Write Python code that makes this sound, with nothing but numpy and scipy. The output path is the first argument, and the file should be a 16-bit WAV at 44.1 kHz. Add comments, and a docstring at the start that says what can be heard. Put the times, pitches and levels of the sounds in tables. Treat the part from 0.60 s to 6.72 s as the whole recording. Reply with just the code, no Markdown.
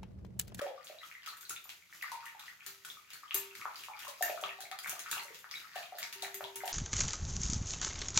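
"""A wire whisk beats raw eggs in a thick glass bowl on a table, in a bare, lively room with a faint hush.
From the start, four to five sweeps a second drag wires on glass and slosh the egg, while air pockets pop
as pitched, fading sines and wires tick as noise bursts that ring the wall; echoes blur egg and wires.
A blow near 1.5 s rings the bowl's upper deep tone, one near 2.7 s rings both; from 3.6 s strokes and pops are
mostly stronger. The strongest pop comes near 5.4 s, and the sound ends at 6.1 s in mid-beating."""
import sys
import numpy as np
from scipy import signal
from scipy.fft import rfft, irfft
from scipy.io import wavfile
from scipy.ndimage import uniform_filter1d

SR = 44100
rng = np.random.default_rng(int(sys.argv[2]) if len(sys.argv) > 2 else 0)


def wav_out(sig):
    """Save sig, one row per channel (or a flat mono array), as 16-bit PCM at SR to the path in sys.argv[1]."""
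    wavfile.write(sys.argv[1], SR, np.round(np.clip(np.atleast_2d(sig).T, -1, 1) * 32767).astype(np.int16))


N = 269967

# Colour of the room hush. Each row: frequency in Hz, relative level in dB.
HUSH_COLOUR = [(25, -12.5), (100, -3), (300, -15.5), (900, -45), (2000, -2), (7000, -20), (8500, -24),
               (16500, -27)]
# How long the room's echoes last. Each row: frequency in Hz, time to fade by 60 dB in seconds.
ROOM_T60 = [(200, 0.33), (700, 0.4), (2000, 0.32), (6000, 0.25), (15000, 0.25)]
# Sweeps of the whisk at their height. Each row: time in seconds, level in dB of wires dragging on glass
# (before a trim), of egg sloshing (before a trim), of the bowl rocking on the table.
STROKES = [(0.018, -53.5, -50, -67), (0.279, -52.5, -53, -93), (.46, -50.5, -56, -97), (.69, -51, -49, -87),
           (0.908, -48, -80, -77), (1.1, -51.5, -72, -92), (1.35, -49.5, -60.5, -96),
           (1.5, -54, -50.5, -78), (1.661, -53.5, -49, -93), (1.861, -51, -53, -78),
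           (2.078, -48.5, -55, -72), (2.29, -47.5, -58.5, -84), (2.54, -51, -52, -78),
           (2.768, -44, -47, -74), (2.99, -47, -53, -64.5), (3.189, -46.5, -49.5, -88),
           (3.418, -48.5, -47.5, -88), (3.652, -39.5, -44, -72), (3.86, -50.5, -49, -69),
           (4.04, -55, -53, -75), (4.289, -43, -44.5, -65), (4.528, -40.5, -42, -61.5),
           (4.75, -51.5, -60, -80), (4.958, -46.5, -49, -73), (5.191, -48, -43.5, -72),
           (5.422, -46.5, -45.5, -70), (5.642, -46.5, -46.5, -74), (5.83, -49, -53.5, -66),
           (5.98, -74, -58, -68), (6.09, -42, -45.5, -73)]
# Air pockets bursting in the egg. Each row: start in seconds, peak level in dB before the filter and the balance,
# starting pitch in Hz, cycles to fade by 50 dB (never fewer than 2 are used).
POPS = [(0.0098, -35, 1210, 8), (0.0156, -31, 563, 27), (0.0557, -38.5, 520, 10), (0.0643, -31.5, 720, 6.5),
        (0.1021, -44, 527, 53), (0.1777, -45, 1190, 42), (0.2708, -33, 3460, 3.5), (0.2975, -41, 621, 12),
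        (0.3863, -41, 3860, 39), (0.4162, -46, 1990, 51), (0.4311, -42, 1265, 28), (0.4337, -39, 3160, 13),
        (0.514, -35, 2200, 5), (0.5509, -40, 2010, 33), (0.6736, -38, 1280, 28), (0.6879, -33.5, 4170, 27),
        (0.8315, -50.5, 1450, 26), (0.8525, -39, 4160, 21), (0.9063, -36, 1370, 25),
        (0.9627, -33.5, 2480, 6.5), (0.964, -35.5, 3600, 22), (1.0554, -44, 1140, 3),
        (1.224, -50.5, 2200, 22), (1.3266, -39, 1920, 8), (1.4122, -39, 2560, 17), (1.4264, -28, 1980, 17),
        (1.4408, -36, 1184, 15), (1.5176, -34, 998, 27), (1.5373, -40, 972, 3), (1.6641, -36.5, 1920, 18),
        (1.748, -46.5, 866, 21), (1.7956, -40, 3640, 22), (1.8811, -38, 1930, 25),
        (2.0069, -40.5, 2450, 11), (2.248, -44.5, 1457, 30), (2.3007, -34, 3490, 27),
        (2.3697, -46.5, 1225, 38), (2.5342, -42, 4340, 43), (2.6331, -41, 1200, 26),
        (2.6796, -47, 3130, 42), (2.7093, -24, 2830, 7), (2.7167, -42.5, 1217, 30),
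        (2.8173, -39.5, 2670, 15), (2.9103, -43, 2630, 26), (2.952, -37.5, 2140, 9),
        (3.0148, -32, 2200, 7.5), (3.0197, -41, 1220, 31), (3.0546, -23.5, 1160, 4.5),
        (3.1578, -34, 4650, 15), (3.2373, -34, 2660, 7), (3.2844, -34.5, 1050, 6), (3.2975, -41.5, 844, 29),
        (3.3348, -41, 2290, 40), (3.4495, -37, 1060, 3), (3.4697, -36.5, 1070, 16),
        (3.4805, -47.5, 577, 24), (3.6083, -28, 696, 22.5), (3.6254, -25, 1780, 27),
        (3.6955, -27.5, 660, 14), (3.7005, -32, 2520, 12), (3.7758, -36, 1310, 11),
        (3.827, -33.5, 667, 7.5), (3.8374, -29, 1190, 16), (3.8375, -21.5, 3100, 5),
        (3.8921, -29.5, 2600, 14), (3.9083, -39, 1860, 28), (3.9867, -44.5, 760, 20),
        (4.0248, -37, 4040, 19), (4.0348, -45.5, 687, 15), (4.0537, -41, 2170, 20),
        (4.1121, -42.5, 751, 42), (4.1143, -31, 2270, -1.5), (4.1252, -39.5, 1230, 28),
        (4.2448, -32.5, 2190, 22), (4.2604, -28, 1400, -4.5), (4.3281, -42, 710, 12),
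        (4.3642, -44, 1210, 34), (4.4602, -36.5, 1360, 16), (4.5149, -29.5, 3960, 14),
        (4.5283, -28, 1410, 6.5), (4.5289, -32, 2660, 22), (4.5697, -34.5, 970, 5), (4.5803, -32, 2710, 22),
        (4.595, -34, 4240, 32), (4.596, -38, 2020, 18), (4.682, -40, 2040, 16), (4.65, -55.5, 573, 25),
        (4.703, -50.5, 472, 12), (4.8431, -34, 1440, 3), (4.9125, -27.5, 5040, 6.5),
        (4.9399, -32, 2230, 18), (4.9557, -33.5, 3760, 58), (5.0436, -47.5, 1300, 27),
        (5.1534, -44, 1390, 12), (5.1583, -33.5, 702, 14), (5.1866, -47, 1780, 38),
        (5.2308, -39.5, 2500, 18), (5.3221, -39, 722, 20), (5.3486, -42.5, 650, 17),
        (5.4276, -31.5, 2160, 23), (5.4299, -19, 4770, 0), (5.6234, -27, 3900, 20), (5.6287, -36, 725, 12),
        (5.6468, -29, 1970, 6), (5.7411, -42, 2010, 32), (5.806, -37, 650, 9), (5.808, -29, 1270, 1),
        (5.8414, -26.5, 3430, 6), (5.8458, -41, 944, 15), (6.0048, -37.5, 2050, 29), (6.035, -29, 737, 7.5),
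        (6.0769, -38, 715, 22)]
# Colour of the wires dragging on glass. Each row: frequency in Hz, relative level in dB.
DRAG_COLOUR = [(1500, -16), (2500, -6), (4000, -7.5), (7000, -6), (8300, -14.5), (12000, -10.5),
               (14000, -9.5), (17000, -18.5)]
# The bowl's two deepest tones: pitches in Hz, lower tone first.
HUM_HZ = 391.8, 924.5
# Fading of the same two tones: time in seconds to fade by 60 dB, lower tone first.
HUM_T60 = 1.1, 0.57
# Blows that set the two deep tones anew, feeding or checking them.
# Each row: start in seconds, level in dB of the lower tone, level in dB of the upper tone.
HUM_BLOWS = [(0, -84, -68), (.81, -77, -92), (1.518, -87, -41), (2.066, -65.5, -79), (2.746, -48, -53),
             (2.967, -69, -84), (3.624, -60.5, -54), (3.837, -59, -54), (4.295, -69.5, -60),
             (4.513, -101, -51.5), (4.571, -67.5, -52), (5.428, -71.5, -56.5), (5.558, -56.5, -60),
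             (5.62, -52.5, -55.5), (5.746, -49.5, -66), (5.84, -50, -56), (5.958, -49.5, -53),
             (6.035, -57.5, -47.5)]
# Modes of the bowl wall, damped by egg and hand: pitches in Hz.
GLASS_HZ = [1735, 2520, 2775, 3565, 4660, 5995, 7000, 7400, 8875, 10200, 10490, 11400, 12128, 12480, 13100,
            13910, 14900]
# The same modes in the same order. Each row: relative level in dB, time in seconds to fade by 60 dB.
GLASS_MODES = [(-12, 0.36), (-21, 0.14), (-4, 0.11), (-1.5, 0.053), (-9.5, 0.11), (-7.5, 0.036), (0, 0.055),
               (-4, 0.06), (4, 0.034), (-5, 0.14), (0.5, 0.032), (1, 0.053), (5, 0.094), (-13, .05),
               (7, 0.037), (7, 0.067), (-25, 0.044)]
# Wires striking the glass. Each row: start in seconds, level in dB before a trim, then three levels in dB
# against it: glass ring, first click, dull part muffled by egg.
TICKS = [(0.0152, -42.5, -25, 0, 5.5), (0.2443, -40.5, -33, -31, -20), (0.6611, -39.5, -27, -4, 9),
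         (0.6759, -43, -17, -10, -13), (0.769, -47, -17, -25, 0), (0.8089, -36.5, -28, -35, -1.5),
         (0.894, -28, -36, -9, -8.5), (1.041, -63.5, 0, -21, -18), (1.0914, -39.5, -40, -17, 6.5),
         (1.4236, -43.5, -14.5, 3, 8), (1.517, -36, -37, -14, 3), (1.6551, -44.5, -20, -10, -7),
         (1.7945, -41, -28, -14, 4.5), (2.0633, -37.5, -18, -11, 3), (2.135, -67, -10, -21, 4),
         (2.249, -37.5, -29, -2, -0.5), (2.504, -48, -28, 7, 4.5), (2.5335, -45, -17, 6, -5),
         (2.7441, -28, -9, 5, -5), (2.952, -44.5, -22, 0, 9.5), (2.966, -65, -7, -15, 4),
         (3.1565, -47, -22, -12, 9), (3.2355, -40.5, -27, -25, 1), (3.391, -39.5, -22, -14, 7),
         (3.4481, -43, -21, -10, -6), (3.479, -34, -35, -20, 0), (3.6248, -34, -8, 15.5, -3.5),
         (3.8116, -36.5, -41, -31, -15), (4.0047, -34, -29, -7, 0), (4.114, -45, -39, 11, 6),
         (4.1885, -49, -9, 18.5, 3.5), (4.231, -39, -26, -11, -23), (4.2725, -38, -18, -14, -13),
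         (4.2947, -29, -25, -3, -20), (4.393, -34, -40, 5, -4), (4.5134, -26, -21.5, 0, -2),
         (4.6335, -41, -31, -5, -26), (4.7453, -46, -26, 3, 7.5), (4.789, -51, -13, 5, -8),
         (4.9129, -44, -26, -8, 10), (5.1561, -38, -31, -6, 5), (5.3853, -38, -12, -22, 4),
         (5.5265, -36, -21.5, -1, 4), (5.6216, -30.5, -44, -17, -2), (5.7438, -36, -17.5, 4.5, -5.5),
         (5.9573, -32, -19, -7.5, -8), (6.0556, -37.5, -21, -13, -5), (6.0777, -36, -20, 6, 3.5)]
# Colour of the bright wire rattle. Each row: frequency in Hz, relative level in dB.
RATTLE_COLOUR = [(2500, -9.5), (4500, -7), (6500, 7.5), (8500, 2.5), (11000, 3), (14000, -3), (20000, 9)]


def from_db(db):
    """Turns dB into an amplitude factor."""
    return 10 ** (np.asarray(db) / 20)


def rms_one(x):
    """Scales a sound, all its channels together, to rms 1."""
    return x / np.sqrt(np.mean(x ** 2) + 1e-20)


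def highpass(x, hz, order=2):
    """Thins out everything below hz."""
    return signal.sosfilt(signal.butter(order, hz, "high", fs=SR, output="sos"), x)


def bandpass(x, low, high, order=2):
    """Keeps the band between low and high in Hz."""
    return signal.sosfilt(signal.butter(order, [low, high], "band", fs=SR, output="sos"), x)


def at_hz(points, hz):
    """Reads a curve between its points on a logarithmic frequency scale."""
    freqs, values = np.array(points).T
    return np.interp(np.log(hz), np.log(freqs), values)


def coloured(x, spectrum):
    """Weights a full-length sound by a spectrum and brings it to rms 1."""
    hz = np.maximum(np.arange(N // 2 + 1) * SR / N, 1)
    return rms_one(irfft(rfft(x) * from_db(at_hz(spectrum, hz)), N))


def ring(clicks, hz, t60):
    """A resonator: a unit click sets a decaying sine of starting height about 1 ringing."""
    radius = from_db(-60 / (t60 * SR))
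    angle = 2 * np.pi * min(hz / SR, .45)
    feedback = [1, -2 * radius * np.cos(angle), radius * radius]
    return signal.lfilter([0, np.sin(angle)], feedback, clicks + 1e-18)


def grains(per_s, spread_db):
    """Random clicks of uneven size and either sign."""
    sizes = from_db(spread_db * np.minimum(rng.exponential(1, N), 3.5))
    signs = rng.choice([-1, 1], N)
    return sizes * signs * (rng.random(N) < per_s / SR)


def add(out, sound, s):
    """Lays a sound into the layer at s seconds, cut off at the end."""
    at = round(s * SR)
    out[..., at:at + sound.shape[-1]] += sound[..., :max(N - at, 0)]


def sweeps(column, rise_s, fall_s, rest_db):
    """Level in dB of a layer: sweeps that grow and fade, by a factor e per rise_s or fall_s, over a resting level."""
    rows = np.array(STROKES)
    t = np.arange(0, N + 64, 64) / SR  # one point every 64 samples
    age = t - rows[:, :1]
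    decay = np.where(age < 0, -age / rise_s, age / fall_s)
    power = from_db(2 * rows[:, column, None]) * np.exp(-2 * decay)
    level_db = 10 * np.log10(power.sum(axis=0) + from_db(2 * rest_db))
    return np.interp(np.arange(N) / SR, t, level_db)


def hush():
    """Steady coloured noise, nearly independent in the two channels."""
    noise = rng.standard_normal((2, N))
    return from_db(-70) * coloured(noise + 0.024 * noise[::-1], HUSH_COLOUR)


def room(x):
    """Dense echoes, unlike in the two ears, dying faster in the treble; they begin with the table bounce."""
    alike_below_hz = 300  # the echoes grow alike in both channels towards the bass
    age = np.arange(int(.6 * SR)) / SR
    edges = 40 * 2 ** np.arange(0, 9.1, .5)  # half-octave bands
    tail = 0
    for low, high in zip(edges, edges[1:]):
        band = bandpass(rng.standard_normal((2, len(age))), low, high)
        band = band + band[::-1] * 0.81 / (1 + (low / alike_below_hz) ** 2)
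        t60 = at_hz(ROOM_T60, np.sqrt(low * high))
        tail = tail + band * from_db(-60 * age / t60)
    tail = tail * np.clip((age - .003) / 0.0019, 0, 1)  # silent for 3 ms, then fades in
    tail = tail / np.sqrt(np.sum(tail ** 2) / 2)
    return signal.fftconvolve(x[None], tail, axes=1)[:, :N]


def rocking():
    """The bowl rocks on the table: low noise that thuds with the stronger sweeps, almost still in others."""
    level_db = sweeps(column=3, rise_s=0.013, fall_s=0.029, rest_db=-85.5)
    thud = bandpass(rng.standard_normal((2, N)), 90, 210, order=3)
    return from_db(level_db) * rms_one(thud + 0.35 * thud[::-1])


def slosh():
    """Countless small bubbles over two octaves, each fading by 60 dB in fifteen cycles."""
    level_db = sweeps(column=2, rise_s=0.084, fall_s=0.068, rest_db=-91)
    pitches = np.geomspace(1150, 5000, 24)
    born = grains(900, spread_db=8.0)
    dealt = rng.integers(0, len(pitches), N)  # which pitch each bubble gets
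    bubbles = sum(ring(born * (dealt == k), hz, 15 / hz) for k, hz in enumerate(pitches))
    bubbles = highpass(bubbles, 1050, order=4)  # soft births leave no thump
    return from_db(level_db - 6) * rms_one(bubbles)


def pops():
    """A pocket swells for a cycle, then rings out while its pitch climbs a little."""
    out = np.zeros(N)
    for s, db, hz, cycles in POPS:
        turns = np.arange(int(.08 * SR)) / SR * hz
        swell = (1 - np.exp(-turns / .8)) ** 2
        shape = swell * from_db(-50 * turns / max(cycles, 2))
        tone = shape / shape.max() * np.sin(2 * np.pi * turns * (1 + 0.00063 * turns))
        add(out, from_db(db) * highpass(tone, hz / 2), s)
    return out


def drag():
    """Wires scrape along the glass: thousands of tiny coloured clicks a second."""
    level_db = sweeps(column=1, rise_s=0.039, fall_s=0.091, rest_db=-90)
    slips = np.array([grains(3300, spread_db=5.0), grains(3000, spread_db=6.0)])
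    return from_db(level_db - 8.0) * coloured(slips + .5 * slips[::-1], DRAG_COLOUR)


def hum():
    """Each deep tone of the bowl leaps to the level the latest blow leaves it with and fades from there."""
    t = np.arange(N) / SR
    starts, *levels = np.transpose(HUM_BLOWS)
    latest = np.maximum(np.searchsorted(starts, t) - 1, 0)
    since_blow = t - starts[latest]
    out = 0
    for hz, t60, level_db in zip(HUM_HZ, HUM_T60, levels):
        size = from_db(level_db[latest] - 60 * since_blow / t60)
        size = uniform_filter1d(size, size=300)  # rounds each leap over 300 samples
        out = out + size * np.sin(2 * np.pi * hz * t)
    return out


def glass(blows):
    """Every blow rings every mode of the wall, a decaying sine each."""
    rings = 0
    for hz, (db, t60), blow in zip(GLASS_HZ, GLASS_MODES, blows):
        rings = rings + from_db(db) * ring(blow, hz, t60)
    return highpass(rings, 900)  # thin wires give no thump


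def ticks():
    """The first wire clicks, the others follow as a lumpy noise rattle; also returns the blows on the glass."""
    bright, dull = np.zeros((2, N)), np.zeros((2, N))
    blows = np.zeros((len(GLASS_MODES), 2, N))
    age = np.arange(int(.1 * SR)) / SR
    noise = rng.standard_normal((len(TICKS), 2, len(age)))
    # uneven rattle, a new size every 40 samples
    steps = np.minimum(rng.exponential(1, (len(TICKS), len(age) // 40 + 1)), 3)
    lumps = from_db(3.84 * steps).repeat(40, axis=1)[:, :len(age)]
    # each mode's strength varies from blow to blow, partly alike in both channels
    luck = rng.standard_normal((len(TICKS), len(GLASS_MODES), 3))
    share = from_db(luck @ [[4, 4], [2, 0], [0, 2]])
    share = share * rng.choice([-1, 1], share.shape, p=[.3, .7])  # a node line may face either channel
    for k, (s, db, ring_db, click_db, dull_db) in enumerate(TICKS):
        click = from_db(click_db) * np.exp(-age / 0.0014)
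        follow = 0.34 * lumps[k] * (1 - np.exp(-age / 0.00028)) * np.exp(-age / 0.016)
        stereo = noise[k] + 0.05 * noise[k, ::-1]
        rattle = from_db(db - 2.5) * stereo * (click + follow)
        add(bright, rattle, s)
        add(dull, from_db(dull_db) * rattle, s)
        add(blows, from_db(db + ring_db) * share[k, ..., None], s)
    muffled = bandpass(dull, 1200, 5000)  # wires buried in egg
    bright_rms = np.sqrt(np.mean(bright ** 2))
    return bright_rms * coloured(bright, RATTLE_COLOUR) + muffled, blows


def scene():
    """Mixes egg, wires and bowl with the room around them."""
    rattle, blows = ticks()
    wires = rattle + glass(blows) + drag()
    egg = highpass(pops() + slosh(), 300)  # small pockets radiate no bass
    # the bowl stands a little nearer the right: egg comes there 3 samples sooner, though 1.5 dB softer
    near = wires + [np.roll(egg, 3), from_db(-1.5) * egg]
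    echoes = from_db(0.5) * room(egg + from_db(-0.5) * wires[0])
    left_over_right_db = 1.44
    balance = from_db([[left_over_right_db / 2], [-left_over_right_db / 2]])
    return (near + echoes + hum() + rocking() + hush()) * balance


def record(dry):
    """The small microphone drops the deep bass; the top is cut steeply, fully down by 16.5 kHz."""
    thin = highpass(dry, 70)
    return signal.sosfilt(signal.cheby2(20, 70, 16500, fs=SR, output="sos"), thin)


dry = scene()
out = record(dry)
wav_out(out)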